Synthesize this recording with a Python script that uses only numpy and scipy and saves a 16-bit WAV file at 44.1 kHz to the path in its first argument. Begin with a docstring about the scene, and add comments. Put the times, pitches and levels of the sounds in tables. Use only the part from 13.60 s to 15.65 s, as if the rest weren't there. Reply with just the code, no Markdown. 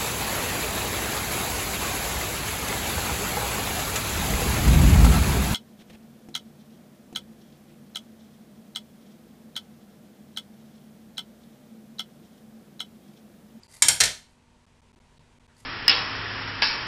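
"""A hard plastic set square slides over paper, close to the microphone, at a drawing board in a small room.
It knocks twice against the straightedge and drops flat: each contact cracks and rings the thin plate,
the board thuds and the room answers. Hands then brush the paper over the faint hum of a fan.
Now and then the sound cuts out for a hundredth of a second."""
import sys
import numpy as np
from scipy import signal
from scipy.fft import rfft, irfft
from scipy.io import wavfile
from scipy.ndimage import uniform_filter1d

SR = 44100
rng = np.random.default_rng(int(sys.argv[2]) if len(sys.argv) > 2 else 0)


def bounce(signal):
    """Save signal as a 16-bit WAV file at the path given by the first command-line argument."""
    frames = np.transpose(np.atleast_2d(signal))
    limited = np.clip(frames, -1, 1)
    pcm = np.round(limited * 32767).astype(np.int16)
    wavfile.write(sys.argv[1], SR, pcm)


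N = 90404
T = np.arange(N) / SR
FREQS = np.fft.rfftfreq(N, 1 / SR)

# Contacts of the set square. Each row: start in seconds, crack in dB, plate ring in dB, board thud in dB,
# crack tilt in dB per octave, chatter in seconds, edge snap in dB, ring tilt in dB per octave.
CONTACTS = [(0.2217, -14.5, -9.5, -46, -1.45, 0.0048, -12.5, 0),
            (0.2309, -23, -27, -47.5, -0.5, 0.0036, -39, -6.5),
            (0.284, -14, -13, -41.5, 1.5, 0.0041, -10, 7.5),
            (0.2915, -20, -30.5, -38.5, -5.5, .001, -33, 0.5),
            (0.4029, -11.5, -30, -35, -0.84, 0.0068, -38, 1),
            (0.4135, -14.5, -33, -45, -4, 0.0019, -31, 0.5),
            (0.4358, -16.5, -30.5, -37.5, -1.5, 0.0052, -33.5, 0),
            (0.453, -24.5, -33.5, -46.5, 0.5, 0.006, -32, 2.5)]
PIVOT_HZ = 5000  # the pitch that a tilt leaves alone


def undb(db):
    """Decibels to gain."""
    return 10 ** (np.asarray(db) / 20)


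def unit_rms(x):
    """Scale to an rms of one."""
    return x / np.sqrt(np.mean(x ** 2))


def at_hz(points, hz):
    """Read (Hz, value) points on a log-frequency axis."""
    freqs, values = np.array(points, float).T
    return np.interp(np.log(np.maximum(hz, 1)), np.log(freqs), values)


def noise(colour, tilt_db=0):
    """Noise shaped by (Hz, dB) points and tilted by tilt_db per octave above 1 kHz."""
    db = at_hz(colour, FREQS) + tilt_db * np.log2(np.maximum(FREQS, 1000) / PIVOT_HZ)
    return unit_rms(irfft(rfft(rng.standard_normal(N)) * undb(db), N))


def resonance(hz, width_hz):
    """Noise ringing in one resonance."""
    peak = 1 / (1 + (2 * (FREQS - hz) / width_hz) ** 2)
    return unit_rms(irfft(rfft(rng.standard_normal(N)) * peak, N))


def wander(seconds):
    """Random drift with an rms of one, smoothed over the given time."""
    span = max(int(seconds * SR), 1)
    smoothed = uniform_filter1d(rng.standard_normal(N), span, mode="wrap")
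    return unit_rms(uniform_filter1d(smoothed, span, mode="wrap"))


def strike(start, rise, hold, t60):
    """Envelope with a linear rise and an exponential release from start + hold, all in seconds."""
    age = T - start
    return np.clip(age / rise, 0, 1) * np.exp(-np.log(1000) * np.maximum(age - hold, 0) / t60)


def ring(modes, start, rise):
    """Damped modes set going at one moment, each in a random phase."""
    return sum(undb(db) * strike(start, rise, 0, t60) * np.sin(2 * np.pi * (hz * T + rng.random()))
               for hz, db, t60 in modes)


def fan_and_air():
    """Behind everything, a fan's wavering tones over the hiss of the quiet room."""
    # Fan tones. Each row: pitch in Hz, rms level in dB.
    tones = [(53.8, -73), (91.5, -68.5), (145.3, -70.5), (191.7, -75), (240.5, -68), (382.5, -80.5),
             (479, -79.5), (610, -84.5), (768, -84), (910, -78.5), (958, -78)]
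    # Colour of the hiss. Each row: frequency in Hz, relative density in dB.
    air_colour = [(20, -2.5), (50, 3), (110, -5.5), (250, -7.5), (330, -11.5), (600, -13), (750, -15),
                  (930, -11), (1250, -17), (2500, -18), (5000, -24.5), (8500, -27), (11000, -35.5),
                  (14500, -55.5)]
    # Course of the hiss. Each row: time in seconds, rms level in dB.
    air_level = [(0, -58.5), (.2, -63), (.8, -62.5), (1.5, -60.5), (2.05, -61)]
    hum = 0
    for hz, db in tones:
        phase = 2 * np.pi * (hz * T + rng.random()) + .35 * wander(seconds=.11)
        hum += undb(db) * np.sqrt(2) * np.sin(phase)
    air_db = np.interp(T, *np.array(air_level).T)
    return hum + noise(air_colour) * undb(air_db)


def room(near):
    """The small room's diffuse answer to the close sounds, dying a little sooner in the treble."""
    # Decay of the room. Each row: frequency in Hz, t60 in seconds.
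    decay = [(200, 0.36), (1500, 0.31), (4000, 0.3283), (8000, 0.2926), (11000, 0.33), (14000, 0.31)]
    # Colour of its answer. Each row: frequency in Hz, relative level in dB.
    colour = [(150, 8.5), (500, 5), (2000, -1), (3000, 2.5), (4500, -1.5), (8000, -4.5), (11000, -5.5),
              (14000, -3)]
    white = rfft(rng.standard_normal(N))
    centres = np.geomspace(125, 14000, 11)
    tail = 0
    for hz, weights in zip(centres, np.eye(len(centres))):
        band = irfft(white * at_hz(list(zip(centres, weights)), FREQS), N)
        envelope = strike(start=.0054, rise=.0057, hold=0, t60=at_hz(decay, hz))
        tail += band * undb(at_hz(colour, hz)) * envelope
    return undb(-5) * signal.fftconvolve(near, tail / np.linalg.norm(tail))[:N]


def hands():
    """Soft presses and short rubs as the fingers settle on the board."""
    # Each row: start in seconds, level in dB, pitch in Hz, hold in seconds.
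    presses = [(.66, -60, 109.5, .04), (1.356, -66, 350.5, .035), (1.568, -65.5, 3805, .02),
               (1.583, -57.5, 130, 0.021), (1.885, -68, 1587, 0.042), (1.98, -60, 109.7, 0.096)]
    return sum(undb(db) * resonance(hz, width_hz=.46 * hz) * strike(start, rise=.008, hold=hold, t60=.13)
               for start, db, hz, hold in presses)


def ticks():
    """Light touches of plastic and pencil, each a short pitched ring with one overtone."""
    # Each row: start in seconds, level in dB, pitch in Hz.
    touches = [(0.0326, -46.5, 4660), (.152, -51, 10610), (1.966, -62.5, 4480)]
    out = 0
    for start, db, hz in touches:
        tone = resonance(hz, width_hz=.08 * hz)
        overtone = undb(-9) * resonance(1.53 * hz, width_hz=.16 * hz)
        out += undb(db) * (tone + overtone) * strike(start, rise=.00125, hold=.0025, t60=.012)
    return out


def slides():
    """Plastic and skin rub the paper with a grainy swell that sings faintly in the plate."""
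    # Strokes over the paper. Each row: start, peak and end in seconds, level in dB.
    strokes = [(.01, 0.049, 0.083, -67.5), (0.074, 0.141, 0.26, -55.5), (.67, 0.704, .84, -77),
               (1.94, 1.988, 2.1, -65)]
    # Colour of rubbed paper. Each row: frequency in Hz, relative density in dB.
    paper = [(300, -10), (1200, -5.5), (3000, -6), (6000, 0), (8000, 3), (11300, -1), (14000, -22.5)]
    # Resonances of the rubbed plastic. Each row: pitch in Hz, width in Hz, level against the paper in dB.
    plastic = [(2000, 170, -9.5), (4700, 400, -8)]
    swell = sum(undb(db) * np.interp(T, [start, peak, end], [0, 1, 0])
                for start, peak, end, db in strokes)
    rub = noise(paper) + sum(undb(db) * resonance(hz, width) for hz, width, db in plastic)
    grain_db = 3.5 * wander(seconds=.0027)
    return swell * rub * undb(grain_db)


def board():
    """The drawing board thuds in its low modes under each contact."""
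    # Each row: pitch in Hz, relative level in dB, t60 in seconds.
    modes = [(51.3, -8.5, 0.37), (91, 0, .38), (128.5, -7, .28), (155.5, -6.5, 0.37), (360, -12, 0.13),
             (469, -3.5, 0.16)]
    return sum(undb(thud_db) * ring(modes, start, rise=.017) for start, _, _, thud_db, *_ in CONTACTS)


def set_square():
    """Each contact snaps, chatters and rings the plate; the spot struck favours low or high modes."""
    # Modes of the thin plate. Each row: pitch in Hz, relative level in dB, t60 in seconds.
    plate_modes = [(969, -14, .07), (2265, -7, 0.08), (3216, -15.5, .15), (4170, -7.5, .07),
                   (5516, -2, .06), (6250, -14, 0.1), (6780, -6, 0.078), (7015, -1, 0.12),
                   (7450, -7.5, 0.087), (7570, -3.5, .12), (8120, -3.5, 0.057), (8365, 0, .08),
                   (9103, -12.5, .05), (9600, -6, .05)]
    # Colours of the hard edge's first snap and of the crack. 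Each row: frequency in Hz, density in dB.
    snap_colour = [(2000, -24.5), (6000, -14), (7500, -2), (10500, 0), (12300, -9), (13500, -13),
                   (14600, -27)]
    crack_colour = [(120, -30.5), (450, -17.5), (750, -16.5), (1150, -14), (1500, -4.5), (2300, -3),
                    (2900, -3), (4000, 0.5), (6200, 0.5), (7800, -1), (9200, 0), (10500, -8.5),
                    (12000, -13.5), (13500, -21), (14600, -32.5)]
    after_ring = undb(-4)  # ring left once the chatter has died
    out = 0
    for start, crack_db, ring_db, _, crack_tilt, chatter_s, snap_db, ring_tilt in CONTACTS:
        modes = [(hz, db + ring_tilt * np.log2(hz / PIVOT_HZ), t60) for hz, db, t60 in plate_modes]
        chatter = strike(start, rise=.0003, hold=chatter_s, t60=.041)
        snap = undb(snap_db) * noise(snap_colour) * strike(start, rise=.0003, hold=.0012, t60=.014)
        crack = undb(crack_db) * noise(crack_colour, crack_tilt) * chatter
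        plate = undb(ring_db) / 2 * ring(modes, start, rise=.0008) * (after_ring + chatter)
        out += snap + crack + plate
    return out


def scene():
    """One microphone by the board: close plastic and paper, their room, thuds, hands and the fan."""
    near = set_square() + ticks() + slides()
    return (near + room(near) + board() + hands() + fan_and_air())[None]


def record(dry):
    """The microphone clips the sharpest peaks, drops out briefly and cuts the top."""
    # Each entry: start of a dropout in seconds.
    dropouts = [.0703, 1.0556, 1.2079, 1.3198, 1.3503, 1.391, 1.584, 1.787, 1.8683]
    dropout_s, dropout_db, top_hz = .0096, -27, 14600
    gain = np.ones(N)
    for start in dropouts:
        gain[(T >= start) & (T < start + dropout_s)] = undb(dropout_db)
    lowpass = signal.ellip(10, .2, 80, top_hz, fs=SR, output="sos")
    return signal.sosfilt(lowpass, np.clip(dry, -.9, .9) * gain)


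dry = scene()
out = record(dry)
bounce(out)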